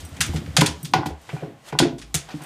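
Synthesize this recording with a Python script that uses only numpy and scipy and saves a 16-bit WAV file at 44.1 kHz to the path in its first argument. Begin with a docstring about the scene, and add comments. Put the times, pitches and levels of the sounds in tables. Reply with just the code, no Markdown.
"""Hard contacts clack, a tube booms hollowly, a door frame knocks, collar tags tinkle, paws scuff.
A dog shoves a long cardboard tube over the hardwood floor of a small hallway into the frame; one microphone.
Clacks are enveloped bursts of noise in four bands; tube, boards, frame and tags are struck decaying modes.
Scuff, drag, rumble and room murmur are coloured noise, the squeak narrow noise; decaying noise is the hallway.
"""
import sys
import numpy as np
from scipy import signal
from scipy.fft import rfft, irfft
from scipy.io import wavfile

SR = 44100
rng = np.random.default_rng(int(sys.argv[2]) if len(sys.argv) > 2 else 0)


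def store_wav(level_fs):
    """Save 16-bit WAV to argv[1]."""
    pcm = np.round(np.clip(np.atleast_2d(level_fs), -1, 1) * 32767)
    wavfile.write(sys.argv[1], SR, pcm.T.astype(np.int16))


N = 108045

# hallway decay: (frequency [Hz], t60 [s])
HALL_DECAY = [(100, 0.27), (500, 0.36), (2000, 0.27), (6000, 0.22), (14000, 0.1)]


def amp(db):
    """Amplitude ratio of a level in dB."""
    return 10 ** (np.asarray(db) / 20)


def rms_one(x):
    """Scale to rms 1."""
    return x / np.sqrt(np.mean(x ** 2) + 1e-20)


def at_hz(points, hz):
    """Interpolate (frequency, value) points over log frequency."""
    points = np.array(points)
    return np.interp(np.log(hz + 1), np.log(points[:, 0]), points[:, 1])


def in_time(rows):
    """Interpolate each column of (time, values...) rows to every sample."""
    s, *columns = np.transpose(rows)
    return [np.interp(np.arange(N) / SR, s, column) for column in columns]


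def bandpass(x, low_hz, high_hz):
    """Butterworth band-pass."""
    return signal.sosfilt(signal.butter(2, [low_hz, high_hz], "band", fs=SR, output="sos"), x)


def coloured(spectrum):
    """Noise with the given spectrum, rms 1."""
    bins = rfft(rng.standard_normal(N))
    hz = np.arange(len(bins)) * SR / N
    return rms_one(irfft(bins * amp(at_hz(spectrum, hz)), N))


def strike(s, db, modes, contact_hz, db_per_octave=0, spread_db=3.5):
    """Each blow rings every mode, neighbours in opposite phase; a soft contact rounds the start."""
    out = 0
    luck_db = spread_db * rng.standard_normal((len(s), len(modes)))
    start = (s * SR).astype(int)
    for k, (hz, level_db, t60_s) in enumerate(modes):
        tilt_db = db_per_octave * np.log2(hz / modes[1][0])   # pivots on the second mode
        clicks = np.full(N, 1e-18)
        clicks[start] = (-1) ** k * amp(db + level_db + tilt_db + luck_db[:, k])
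        r = amp(-60 / (t60_s * SR))   # pole radius
        w = 2 * np.pi * hz / SR
        out = out + signal.lfilter([0, np.sin(w)], [1, -2 * r * np.cos(w), r * r], clicks)
    return signal.sosfilt(signal.butter(2, contact_hz, fs=SR, output="sos"), out)


def scuffing():
    """Fur and pads scuff: low and high friction noise, each with its own level curve."""
    # (time [s], low-noise level [dB], high-noise level [dB])
    scuff_levels = [(0, -48.5, -47.5), (.1, -49.5, -55), (.15, -49, -51.5), (.19, -45.5, -56),
                    (.3, -43.5, -50), (.37, -43, -42.5), (.41, -48.5, -54), (.55, -48, -55),
                    (.78, -54.5, -55.5), (.85, -53.5, -53), (.92, -63, -63), (1.16, -56.5, -66),
                    (1.23, -55.5, -57), (1.34, -47, -51), (1.43, -46, -60.5), (1.55, -58, -68),
                    (1.63, -58, -61.5), (1.69, -42, -42), (1.73, -50.5, -63.5), (1.95, -65, -66),
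                    (2.12, -61, -62), (2.26, -54, -55), (2.31, -40.5, -55.5), (2.37, -51, -52.5),
                    (2.43, -44, -57), (2.45, -43, -50)]
    # spectra: (frequency [Hz], relative density [dB])
    low_spectrum = [(300, -3.5), (600, 5), (1000, 0), (2000, -1), (3200, -7), (5000, -16), (9000, -27)]
    high_spectrum = [(1500, -37), (3000, 1), (4500, -3), (8000, -4), (12000, -13.5), (15400, -20)]
    low_db, high_db = in_time(scuff_levels)
    return amp(low_db) * coloured(low_spectrum) + amp(high_db) * coloured(high_spectrum)


def dragging():
    """The tube drags on the boards: low friction noise that swells and fades."""
    # (time [s], level [dB])
    drag_levels = [(0.0, -51), (0.27, -38.5), (0.45, -38), (0.52, -43.5), (0.63, -26), (0.76, -49),
                   (0.98, -39.5), (1.17, -64), (1.35, -51), (1.51, -45), (1.77, -74), (1.9, -44),
                   (2.21, -57.5), (2.37, -64.5), (2.45, -67)]
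    # spectrum: (frequency [Hz], relative density [dB])
    drag_spectrum = [(30, -25), (50, -31), (80, 1), (105, 14.5), (150, 13), (200, 8), (300, 8),
                     (500, -11.5), (1200, -33)]
    return amp(in_time(drag_levels)[0]) * coloured(drag_spectrum)


def rumble():
    """Deep rumble of the house floor: noise mostly between 30 and 80 Hz."""
    # (time [s], level [dB])
    rumble_levels = [(0.0, -35), (0.03, -64), (0.63, -66), (0.89, -66), (0.97, -61), (1.58, -74),
                     (1.94, -46.5), (2.18, -49), (2.23, -54), (2.45, -66)]
    # spectrum: (frequency [Hz], relative density [dB])
    rumble_spectrum = [(15, -29), (30, -4), (45, 11.5), (60, 20), (90, -42)]
    return amp(in_time(rumble_levels)[0]) * coloured(rumble_spectrum)


def room_murmur():
    """Steady faint mid-range murmur of the room: noise strongest around 650-1100 Hz."""
    # spectrum: (frequency [Hz], relative density [dB])
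    murmur_spectrum = [(18, -52), (30, -36), (654, -13), (828, -3), (943, -25), (1080, -1), (1230, -30),
                       (2290, -37), (15400, -45)]
    return amp(-61) * coloured(murmur_spectrum)


def hard_contacts():
    """Claws on the boards and the tube's edge cracking on the frame: gritty bursts with echo and tail."""
    # (time [s], relative level [dB], rise [ms], fall [ms], then relative level of four bands, low to high [dB])
    contacts = [(0.0024, -33.5, 1.2, 7.3, -42, -9, -13, -24), (0.164, -44, 4.5, 5.8, 9, 2, 5, -8),
                (0.2058, -3, 0.73, 7.6, -14, -14, -12.5, -27),
                (0.359, -24.5, 1.1, 11.2, -11.5, -12, -21, -37),
                (0.4617, -34.5, 1.2, 5.5, -4.5, -15, -25, -25), (0.5662, -1, 0.65, 3.44, -8, -5.5, -8, -32),
                (0.6071, -7.5, 1.2, 3.3, -6, -6, -8.5, -23), (0.6113, -5, 0.69, 3.5, -9.5, -19, -18, -32),
                (0.6594, -8, 2.35, 6.5, -14.5, -9, -10, -30),
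                (0.846, -14, 4.9, 7.5, -21.5, -14.5, -17, -42),
                (0.9359, -2.5, 1.19, 1.92, -3.5, -6, -21, -26),
                (1.0582, -22.5, 1.3, 7.8, -12, -11, -15, -20), (1.095, -32.5, 1.1, 4, -6, -23, -17, -26),
                (1.2898, -25, 1.3, 9.9, -8, -34, -45, -40), (1.724, -31.5, 0.68, 9, -7.5, -17, -26, -33),
                (1.788, -2.5, 0.31, 4.55, -13.5, -7, -13.5, -49),
                (1.8264, -14, 1.6, 5, -7.5, -38, -40, -40), (1.982, -29.5, 0.4, 12, -20, -15.5, -17, -37),
                (2.0143, -29.5, 1.8, 9.6, -12, -10.5, -16.5, -41),
                (2.142, -5, 0.9, 7.8, -19.5, -17, -12, -22.5), (2.287, -32, 0.73, 5.9, -7.5, -13, -32, -34),
                (2.3052, -36, 2.1, 7.7, -8, -4.5, -35, -40), (2.4156, -34, 1.2, 7.5, -11.5, -16, -13, -20)]
    # edges of the four bands [Hz]
    edges_hz = [1200, 2800, 5500, 10000, 15500]
    # broad board resonances: (frequency [Hz], width [Hz], added level [dB])
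    board_resonances = [(2410, 700, -15), (3426, 320, -8), (5440, 133, -32.5), (6670, 700, -7)]
    contact_db, grain_db, grain_samples = -2.5, 3.5, 20
    wall_echo_db, wall_echo_ms, tail_db = -8, 5.6, -2

    lag = int(wall_echo_ms * SR / 1000)
    ms = np.arange(SR // 10) * 1000 / SR
    grain = np.repeat(rng.standard_normal(N // grain_samples + 1), grain_samples)[:N]
    grit = rng.standard_normal((4, N)) * amp(grain_db * grain)
    out = 0
    for k, (low, high) in enumerate(zip(edges_hz, edges_hz[1:])):
        shape = np.full(N + len(ms), 1e-9)
        for s, db, rise_ms, fall_ms, *bands_db in contacts:
            burst = (1 - np.exp(-ms / rise_ms)) * np.exp(-ms / fall_ms)
            shape[int(s * SR):][:len(ms)] += amp(db + bands_db[k] + contact_db) * burst
        # the nearest wall throws each clack back
        shape[lag:] += amp(wall_echo_db) * shape[:-lag]
        shape = shape[:N]

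        # diffuse hallway tail, dying at the rate of each half band
        tail = 0
        middle = np.sqrt(low * high)
        for part_low, part_high in ((low, middle), (middle, high)):
            t60_s = at_hz(HALL_DECAY, np.sqrt(part_low * part_high))
            keep = amp(-120 / (t60_s * SR))   # energy kept per sample
            stored = np.sqrt(signal.lfilter([1 - keep], [1, -keep], shape ** 2))
            tail = tail + bandpass(stored * rng.standard_normal(N), part_low, part_high)

        direct = bandpass(shape * grit[k], low, high)
        bandwidth_gain = np.sqrt(SR / 2 / (high - low))
        out = out + (direct + amp(tail_db) * tail) * bandwidth_gain
    resonant = 0
    for hz, width_hz, db in board_resonances:
        resonant = resonant + amp(db) * signal.lfilter(*signal.iirpeak(hz, hz / width_hz, SR), out)
    return out + resonant


def collar_tags():
    """Collar tags touch: a hard contact rings short high modes."""
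    # (time [s], relative level [dB], tilt [dB/octave])
    tinkles = [(0.0034, -44, -1), (0.0502, -29, -6), (0.09, -38, 0), (0.263, -24, -8), (0.34, -38, 7),
               (0.807, -55, 0), (0.83, -25, 4), (0.85, -43, -4), (0.913, -45, 0), (1.215, -46, -2),
               (2.419, -38, -4), (2.436, -32, 0)]
    # (frequency [Hz], relative level [dB], t60 [s])
    tag_modes = [(5800, -19, 0.057), (8160, -10, 0.046), (8600, -17, 0.022), (10700, -13, .06),
                 (10466, -20, 0.041), (10940, -22, 0.064), (13500, -12.5, 0.041), (14330, -19, 0.029)]
    s, db, tilt = np.transpose(tinkles)
    return strike(s, db, tag_modes, contact_hz=19000, db_per_octave=tilt, spread_db=1.5)


def tube():
    """Bumps ring the tube's three groups of resonances and the floor boards beneath."""
    # (time [s], then relative level of first, second, higher resonances and boards [dB])
    bumps = [(0.028, -38.5, -45, -57.5, -28.5), (0.12, -58, -66, -65, -37), (0.2, -33.5, -47, -57, -32),
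             (0.29, -27, -30, -46, -25), (0.343, -22, -28.5, -33.5, -25), (0.375, -32, -29.5, -62, -46),
             (0.418, -44, -42, -48, -36), (0.476, -31.5, -57, -45, -29), (0.519, -42, -59, -65, -38),
             (0.581, -11.5, -24.5, -21, -35), (0.618, -16, -19.5, -23, -36), (0.681, -65, -29, -41, -29),
             (0.734, -48, -69, -45, -38.5), (0.832, -26, -38.5, -73, -53), (0.937, -34, -22.5, -23.5, -53),
             (0.949, -22, -24.5, -28, -39), (0.984, -19.5, -20.5, -30.5, -35),
             (1.059, -21, -23, -32.5, -34), (1.102, -32.5, -64, -35.5, -34.5), (1.292, -66, -56, -45, -57),
             (1.329, -21, -37, -37, -40), (1.365, -52, -34.5, -49, -58), (1.423, -27.5, -29.5, -29, -52),
             (1.468, -48, -31, -42, -67), (1.727, -26, -45, -27.5, -50), (1.742, -23.5, -34, -38, -51),
             (1.7994, -17, -12.5, -23.5, -47), (1.822, -22.5, -8.5, -31, -55), (1.85, -19, -20, -22, -58),
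             (1.878, -42, -20.5, -62, -56), (1.925, -32, -26, -37, -57),
             (2.145, -22.5, -34.5, -32.5, -30.5), (2.341, -31, -33.5, -50, -47),
             (2.408, -39, -40, -59, -67)]
    # modes: (frequency [Hz], relative level [dB], t60 [s])
    first_modes = [(125, -5, 0.088), (154.4, 1.5, 0.23), (180, -9, 0.12)]
    second_modes = [(243, 0, 0.059), (286, 2, 0.048), (296.2, 1, 0.16), (340.4, -9, 0.16)]
    higher_modes = [(370, -1.8, 0.035), (421.3, 0.5, 0.12), (461, 5.8, 0.029), (541.4, 0, 0.055),
                    (683, -3.5, 0.1)]
    board_modes = [(71.3, -3, 0.17), (88.1, 5, 0.21)]
    s, first_db, second_db, higher_db, boards_db = np.transpose(bumps)
    boom = strike(s, first_db, first_modes, contact_hz=420)
    boom = boom + strike(s, second_db, second_modes, contact_hz=610)
    boom = boom + strike(s, higher_db, higher_modes, contact_hz=1350)
    thud = strike(s, boards_db, board_modes, contact_hz=197)
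    return boom + thud


def door_frame():
    """The tube end knocks the door frame, which rings in short modes."""
    # (time [s], relative level [dB], tilt [dB/octave])
    knocks = [(0.209, -29, 4), (0.302, -55, -10), (0.336, -32, -12), (0.567, -16.5, -5), (0.619, -13, 7.5),
              (0.661, -53, -12), (0.9374, -2.5, -5.5), (0.948, -44, -22), (0.973, -41, 8),
              (1.032, -20.5, 4.5), (1.059, -19, 0), (1.291, -31.5, 4), (1.365, -28, -2),
              (1.4335, -29.5, -7), (1.727, -21, 5.5), (1.751, -24.5, 4), (1.79, -25, -13),
              (1.801, -12.5, 10), (2.144, -37, -10), (2.289, -36, -12), (2.407, -38.5, -2)]
    # in order of alternating phase: (frequency [Hz], relative level [dB], t60 [s])
    frame_modes = [(825, -1, 0.017), (976, -4.5, 0.044), (756, -12, 0.092), (866, -6.5, 0.039),
                   (1172, -14, 0.029), (990, -30, 0.013), (1462, -13.5, 0.045), (1983, -24, 0.069)]
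    s, db, tilt = np.transpose(knocks)
    return strike(s, db, frame_modes, contact_hz=4030, db_per_octave=tilt, spread_db=3.0)


def squeak():
    """Thin brief whistle: noise through a narrow resonance twice, under a bell-shaped envelope."""
    centre_s, length_s, hz, width_hz, level_db = 1.395, 0.02, 2385, 60, -48
    t = np.arange(N) / SR
    band = signal.iirpeak(hz, hz / width_hz, SR)
    whistle = signal.lfilter(*band, signal.lfilter(*band, rng.standard_normal(N)))
    return rms_one(whistle) * amp(level_db) * np.exp(-((t - centre_s) / length_s) ** 2)


def hall(x):
    """Diffuse tail: octave bands of noise, each dying at its own rate."""
    onset_s = 0.0079
    t = np.arange(SR // 2) / SR
    tail = 0
    for low in 60 * 2. ** np.arange(8):
        t60_s = at_hz(HALL_DECAY, low * np.sqrt(2))
        tail = tail + bandpass(rng.standard_normal(len(t)), low, 2 * low) * amp(-60 * t / t60_s)
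    tail = tail * (1 - np.exp(-t / onset_s))
    return signal.fftconvolve(x, tail / np.sqrt(np.sum(tail ** 2)))[:N]


def scene():
    """Sum all sources and the hallway tail, the same in both channels."""
    noises = scuffing() + dragging() + rumble() + room_murmur() + squeak()
    clacks, tags, boom, frame = hard_contacts(), collar_tags(), tube(), door_frame()
    # the clacks already have their tail
    echo = hall(amp(-11) * frame + amp(-6) * tags + amp(-12) * boom)
    mono = noises + clacks + tags + boom + frame + echo
    return np.array([mono, mono])


def record(dry):
    """Deep bass rolls off, the highest peaks clip, the top is cut."""
    low_cut_hz, high_cut_hz, clip_level = 40, 15750, 0.93
    thin = signal.sosfilt(signal.butter(2, low_cut_hz, "high", fs=SR, output="sos"), dry)
    clipped = np.clip(thin, -clip_level, clip_level)
    return signal.sosfilt(signal.cheby2(14, 60, high_cut_hz, fs=SR, output="sos"), clipped)


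dry = scene()
out = record(dry)
store_wav(out)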